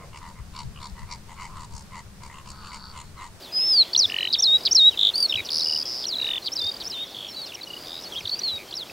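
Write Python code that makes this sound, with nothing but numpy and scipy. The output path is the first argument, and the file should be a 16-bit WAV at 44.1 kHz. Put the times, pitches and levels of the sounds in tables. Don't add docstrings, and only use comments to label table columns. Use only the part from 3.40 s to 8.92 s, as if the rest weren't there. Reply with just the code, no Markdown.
import sys
import numpy as np
from scipy import signal
from scipy.fft import rfft, irfft, next_fast_len
from scipy.io import wavfile
from scipy.ndimage import uniform_filter1d, map_coordinates

SR = 44100
rng = np.random.default_rng(int(sys.argv[2]) if len(sys.argv) > 2 else 0)


def waveform_to_disk(signal):
    frames = np.transpose(np.atleast_2d(signal))
    scaled = np.clip(frames, -1, 1) * 32767
    samples = np.round(scaled).astype(np.int16)
    wavfile.write(sys.argv[1], SR, samples)


N = 243431

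# t/s, f/Hz, level/dB
OPENING_SLUR = [(0.118, 4960, -39.5), (0.168, 5035, -21), (0.272, 5286, -22.5), (0.32, 5150, -17.5),
                (0.362, 4660, -18.5), (0.4, 4280, -12), (0.42, 4070, -13.5), (0.43, 3810, -22.5),
                (0.437, 3710, -52)]
# t/s, twitter/dB, upslide/dB, whistle/dB, pitch ratio
MOTIFS = [ (0.9253, -16, -18.5, -12, 1.002), (1.2503, -16, -13.5, -8.5, 1.006),
          (3.0575, -24, -26, -23.5, .97), (3.3995, -32, -28, -28, .97), ]
# t/s, syllable, level/dB, pitch ratio
SYLLABLE_CUES = [ (0.020, "descent", -40, 1.23), (0.057, "level", -45, 0.9), (0.531, "stairs", -11, 1.022),
                 (1.496, "descent", -35, 0.93), (1.573, "rasp", -21, .97), (1.735, "arch", -15, 1.008),
                 (1.882, "droop", -33.5, 0.93), (1.892, "tumble", -18, 1.105), (1.957, "level", -27.5, 1),
                 (2.047, "twitter", -33, 1.18), (2.088, "zip", -24, 0.75), (2.194, "warble", -25, 0.94),
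                 (2.426, "level", -45, .86), (2.622, "stairs", -23.5, 1.01), (3.019, "warble", -35.5, 1),
                 (3.716, "drawl", -49, 1), (3.881, "droop", -39, 0.94), (3.925, "arch", -31.5, 0.97),
                 (3.960, "level", -32.5, 1.02), (4.057, "twitter", -37, 1.12),
                 (4.0881, "tumble", -35, 1.03), (4.141, "sag", -32.5, 1.34), (4.207, "warble", -33.5, 0.95),
                 (4.633, "slide", -34, 0.96), (4.648, "peep", -36, 0.99), (4.720, "pair", -30, 0.85),
                 (4.757, "chur", -29.5, 1.026), (4.805, "flick", -34.5, .7), (4.853, "climb", -24, 1.007),
                 (4.912, "peep", -22.5, 1), (4.989, "lift", -25, 1.2), (5.014, "lift", -26.5, 0.89),
                 (5.031, "fall", -26, .99), (5.155, "lift", -32.5, .97), (5.308, "stairs", -27, 0.97),
                 (5.486, "hook", -31.5, .85), ]
# start/s, end/s, syllable, period/ms, mid level/dB, crescendo/dB, first and last pitch ratio
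TRILLS = [ (0.210, 0.530, "buzz", 7.5, -40, 2, .7, .665),
          (0.531, 0.725, "buzz", 6.7, -31.5, -3, 1.02, 0.98),
          (0.6873, 0.870, "hook", 21.8, -15, 4, .95, 1.005),
          (0.7805, 1.030, "pair", 30.1, -26, 2, 1.06, .935),
          (1.155, 1.340, "lift", 25.5, -32, 4, 1.02, 1.01),
          (1.5907, 1.695, "rasp", 19.4, -10, 0, 1.005, 1.005),
          (2.1037, 2.210, "zip", 12.75, -17.5, 2, 1, 1.073),
          (2.217, 2.430, "chip", 12.9, -17, -3, 1.006, 1), (2.258, 2.365, "dot", 32.6, -28.5, 4, 0.996, 1),
          (2.454, 2.650, "buzz", 8, -23, -3.5, 1.024, 0.98),
          (2.723, 2.970, "pair", 29.8, -20.5, -1, 1.045, .915),
          (2.7888, 2.975, "hook", 22.4, -22, 7, .91, 1.01),
          (3.164, 3.370, "lift", 25, -24.5, -9, 1.005, .98),
          (3.428, 3.460, "tick", 8.3, -35.5, 16, 1.6, 1.33),
          (3.518, 3.740, "chip", 9.9, -37.5, -3, 0.6, 0.73),
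          (3.745, 3.890, "rasp", 20.1, -28.5, -3, 0.95, .91), (4.268, 4.380, "dot", 31.7, -30.5, 2.5, 1, 1),
          (4.283, 4.631, "tick", 11.7, -38.5, 7, 1.29, 1.36),
          (4.458, 4.600, "tick", 12, -33.5, 6, .98, 1.05),
          (4.746, 4.782, "tick", 5.8, -31.5, 7, 0.78, 1.02), (4.849, 5.000, "dot", 14, -35, 4, 1.52, 1.66),
          (5.079, 5.112, "buzz", 5.2, -27, -14, 0.81, 0.614),
          (5.181, 5.236, "tick", 9.9, -39, -5, 0.673, 0.61), ]
PLAIN_NOTES = { "upslide": (27.3, 5600, 5500, 6640, 5.2), "slide": (20.5, 6600, 5337, 4950, 4),
               "droop": (53, 6001.5, 5745, 5618, -4), "level": (56, 3935, 3867, 3784, -2),
               "fall": (154, 4560, 4031, 3790, -9.5), "peep": (40, 4200, 4484, 4400, 1),
               "chur": (41.7, 3150, 3200, 3040, 5), "drawl": (166, 4377, 4397, 4402, -5),
               "sag": (18.5, 4440, 4243, 3852, 7), "lift": (11, 4500, 4836, 5150, -2.5),
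               "step": (11.3, 4020, 3920, 3830, 0), "dot": (15.5, 2914, 2900, 2866, 2),
               "flick": (9.5, 3850, 3445, 2787, -7.5), "scrape": (7.8, 3950, 3600, 3100, -5),
               "tick": (6.5, 3552, 3712, 3870, -23), "stroke": (3.5, 5650, 5001, 4298.5, 9.5), }
KINKED_NOTES = { "whistle": [(0, 6900, -18), (5, 5750, -3), (22, 5050, 0), (31, 3900, -6), (41, 4320, -1),
                (54, 3740, -3), (84, 3680, -3), (138, 3860, 1.5), (156, 3780, -6)], "hook": [(0, 1840, -23),
                (9.5, 1920, -20), (13, 3000, 0), (15.5, 3100, -5), (18, 2900, -24)],
                "chip": [(0, 5600, -12), (1.5, 5000, -1), (3, 4700, -4), (4.5, 5300, 0), (6.5, 4850, -1),
                (8.5, 4550, -14)], "buzz": [(0, 4750, -7), (1.8, 4900, -4), (3.3, 5450, 0), (5.1, 4780, -6),
                (7, 4620, -10)], }
RUNS = { "pair": ("step", 2, 12, 0.96, -1.8), "rasp": ("scrape", 2, 10, .975, -7),
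        "zip": ("stroke", 2, 3.86, 0.94, 1.2), "warble": ("sag", 2, 21, 1.1, 2.5),
        "descent": ("step", 5, 11, 0.9244, -0.16), "stutter": ("flick", 3, 16, 1.045, 0),
        "climb": ("flick", 3, 19.7, 1.1, 1.1), "rattle": ("tick", 4, 9.5, 0.97, 0), }
FIGURES = { "stairs": [(0, "lift", -8, 0.92), (16.5, "flick", -3, 0.98), (31.5, "tick", 0, 1.125),
           (44, "step", -1.5, 1.434), (55.7, "slide", 0.5, 0.993), (74.5, "descent", -2, 1.19)],
           "tumble": [(2.06, "pair", 0, 0.87), (30.5, "stutter", 0.5, 0.77), (82.4, "rattle", -8, 0.622)], }
OVERTONE_DB = {"slur": -36, "whistle": -36, "arch": -21, "stroke": -25, "chip": -31, "scrape": -30}
# second partial f/Hz, gain/dB
THROAT_EQ = [(7000, -1.5), (8500, -3.5), (10000, 5.5), (11500, -2)]
FAR_SYLLABLES = ["stairs", "twitter", "tumble", "climb", "stairs", "warble", "pair", "rasp", "descent",
                 "chur"]
# t/s, peak level/dB
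PUFFS = [(0.657, -39), (1.509, -45), (1.951, -36.5), (1.999, -38.5), (3.246, -38), (4.843, -37),
         (5.135, -41)]
# f/Hz, level/dB
BED_EQ = [(15, -41), (25, -8.5), (100, -4), (284, -2.5), (361, 1), (425, -2), (604, -1.5), (1820, -11.5),
          (4500, -9), (8300, -19), (15800, -19)]
# t/s, level/dB
BED_SWELL = [(0.0, -46), (0.78, -45), (5.52, -47)]
# f/Hz, left-right correlation
BED_CORRELATION = [(100, 0.98), (1500, 0.98), (4000, 0.97), (12000, 0.87)]


def larks(slip_ms=0.055, mistune=0.0066, sag_db=3):
    song = np.zeros(N)
    add(song, OPENING_SLUR[0][0], slur())
    for s, twitter_db, upslide_db, whistle_db, pitch in MOTIFS:
        add(song, s, amp(twitter_db) * syllable("twitter", pitch))
        add(song, s + 0.0585, amp(upslide_db) * syllable("upslide", pitch))
        add(song, s + 0.0942, amp(whistle_db) * syllable("whistle", pitch))
    for s, name, db, pitch in SYLLABLE_CUES:
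        add(song, s, amp(db) * syllable(name, pitch))
    for start, end, name, period_ms, db, crescendo_db, first, last in TRILLS:
        times = np.arange(start, end, period_ms / 1000)
        jitter = rng.standard_normal((len(times), 3))
        for s, u, (late, sharp, loud) in zip(times, np.linspace(0, 1, len(times)), jitter):
            pitch = (first + u * (last - first)) * (1 + mistune * sharp)
            swell_db = crescendo_db * (u - .5) + bow(u, -sag_db, 0, -sag_db)
            add(song, s + late * slip_ms / 1000, amp(db + swell_db + .6 * loud) * syllable(name, pitch))
    return song


def syrinx(hz, gain, overtone_db):
    wavering_hz = hz * (1 + .0015 * wobble(len(hz), 250))
    phase = 2 * np.pi * np.cumsum(wavering_hz) / SR
    shimmer = amp(.35 * wobble(len(hz), 120))
    third_db = overtone_db * 0.43
    overtones = np.sin(2 * phase) + amp(third_db) * np.sin(3 * phase)
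    brightness = amp(overtone_db + along(THROAT_EQ, 2 * hz))
    return gain * shimmer * (np.sin(phase) + brightness * overtones)


def slur(trim_db=3, quaver=0.0063):
    s, hz, db = np.transpose(OPENING_SLUR)
    t = np.arange(s[0], s[-1], 1 / SR)
    pitch = np.interp(t, s, hz) * (1 + quaver * wobble(len(t), 134.5))
    gain = amp(np.interp(t, s, db) + trim_db) * fades(1000 * (t - s[0]))
    return syrinx(pitch, gain, OVERTONE_DB["slur"])


def syllable(name, pitch, plain_overtone_db=-37):
    if name in RUNS:
        note, repeats, period_ms, ratio, step_db = RUNS[name]
        parts = [(k * period_ms, note, k * step_db, ratio ** k) for k in range(round(repeats))]
    elif name in FIGURES:
        parts = FIGURES[name]
    else:
        hz, gain = contour(name)
        return syrinx(pitch * hz, gain, OVERTONE_DB.get(name, plain_overtone_db))
    sound = np.zeros(SR // 5)
    for ms, part, db, ratio in parts:
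        add(sound, ms / 1000, amp(db) * syllable(part, pitch * ratio))
    return sound


def contour(name):
    if name in PLAIN_NOTES:
        length_ms, start_hz, middle_hz, end_hz, crescendo_db = PLAIN_NOTES[name]
        t = clock_ms(length_ms)
        u = t / length_ms
        return bow(u, start_hz, middle_hz, end_hz), amp(crescendo_db * (u - .5)) * fades(t)
    if name in KINKED_NOTES:
        ms, hz, db = np.transpose(KINKED_NOTES[name])
        t = clock_ms(ms[-1])
        rounded = lambda values: uniform_filter1d(np.interp(t, ms, values), size=len(t) // 36)
        return rounded(hz), amp(rounded(db)) * fades(t, fade_ms=.045 * t[-1])
    return {"twitter": twitter, "arch": arch}[name]()


def twitter(length_ms=34, first_period_ms=4.37, slowing=0.226, shake_hz=560, shake_db=4, dip_turn=0.27):
    t = clock_ms(length_ms)
    u = t / length_ms
    turns = np.log1p(slowing * t / first_period_ms) / slowing
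    hz = bow(u, 4550, 4220, 2630) + shake_hz * np.cos(2 * np.pi * turns)
    db = bow(u, -6, 1.5, -11) - shake_db * np.cos(2 * np.pi * (turns - dip_turn))
    return hz, amp(db) * fades(t, fade_ms=1.0)


def arch(length_ms=132, top_hz=4600, shoulder_hz=520, period_ms=23.5, jump_hz=650, accent_db=14):
    t = clock_ms(length_ms)
    u = t / length_ms
    onsets_ms = 21 + period_ms * np.arange(4)

    def accents(decay_ms):
        spikes = sum((t > onset) * np.exp(-abs(t - onset) / decay_ms) for onset in onsets_ms)
        return uniform_filter1d(spikes, size=90)

    hz = top_hz - shoulder_hz * abs(2 * u - 1) ** 3 + jump_hz * accents(decay_ms=1.2)
    db = bow(u, -7, -11, 2.7) + accent_db * accents(decay_ms=7)
    return hz, amp(db) * fades(t, fade_ms=8)


def far_larks(count, trim_db, spread_db=3):
    song = np.zeros(N)
    for k, (when, which, tune, loud) in enumerate(rng.random((count, 4))):
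        name = FAR_SYLLABLES[int(which * len(FAR_SYLLABLES))]
        call = syllable(name, pitch=1 + 0.13 * (tune - .5))
        db = trim_db + spread_db * (2 * loud - 2.5)
        add(song, (k + when) / count * N / SR, amp(db) * call)
    return song


def land_echo(song, t60_s, wet_db):
    t = np.arange(SR // 2) / SR
    tail = rng.standard_normal(len(t)) * amp(-60 * t / t60_s)
    return amp(wet_db) * signal.fftconvolve(song, tail / np.linalg.norm(tail))[:N]


def wind_bumps(hz=90, length_ms=50, trim_db=-2):
    track = np.zeros(N)
    size = len(clock_ms(length_ms))
    for s, db in PUFFS:
        phase = 2 * np.pi * np.cumsum(hz * (1 + 0.1 * wobble(size, 95))) / SR
        add(track, s - .015, amp(db + trim_db) * np.hanning(size) * np.sin(phase))
    return track


def breeze_and_lark_haze(trim_db=3, flutter_db=0.86):
    def mid_side_eq(hz):
        width = np.arccos(along(BED_CORRELATION, hz)) / 2
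        return amp(along(BED_EQ, hz)) * [np.cos(width), np.sin(width)]

    mid, side = filtered(rng.standard_normal((2, N)), mid_side_eq)
    swell_db = np.interp(np.arange(N) / SR, *np.transpose(BED_SWELL))
    gain = amp(swell_db + flutter_db * wobble(N, 6.34) + trim_db)
    return gain * unit_rms(np.array([mid + side, mid - side]))


def amp(db):
    return 10 ** (np.asarray(db) / 20)


def unit_rms(x):
    return x / np.sqrt(np.mean(x ** 2) + 1e-20)


def along(points, hz):
    f, v = np.transpose(points)
    return np.interp(np.log(hz + 1), np.log(f + 1), v)


def filtered(x, response):
    size = next_fast_len(N + SR // 4)
    return irfft(rfft(x, size) * response(np.fft.rfftfreq(size, 1 / SR)), size)[..., :N]


def add(track, s, sound):
    start = max(round(s * SR), 0)
    part = track[start:start + len(sound)]
    part += sound[:len(part)]


def wobble(size, rate):
    knots = rng.standard_normal(int(size * rate / SR) + 4)
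    return map_coordinates(knots, [np.arange(size) * rate / SR])


def clock_ms(length_ms):
    return np.arange(0, max(length_ms, 1), 1000 / SR)


def bow(u, start, middle, end):
    return start + u * (end - start) + 4 * u * (1 - u) * (middle - (start + end) / 2)


def fades(t, fade_ms=5.9, max_share=0.6):
    return signal.windows.tukey(len(t), min(max_share, 2 * fade_ms / t[-1]))


def scene():
    song = larks() + far_larks(count=70, trim_db=-40)
    echo = land_echo(song, t60_s=.42, wet_db=-24.5)
    chorus = far_larks(count=130, trim_db=-49.5)
    chorus_blur = land_echo(chorus, t60_s=0.17, wet_db=2)
    return song + echo + chorus + chorus_blur + wind_bumps() + breeze_and_lark_haze()


def record(dry, top_hz=15850):
    return filtered(dry, lambda hz: hz < top_hz)


dry = scene()
out = record(dry)
waveform_to_disk(out)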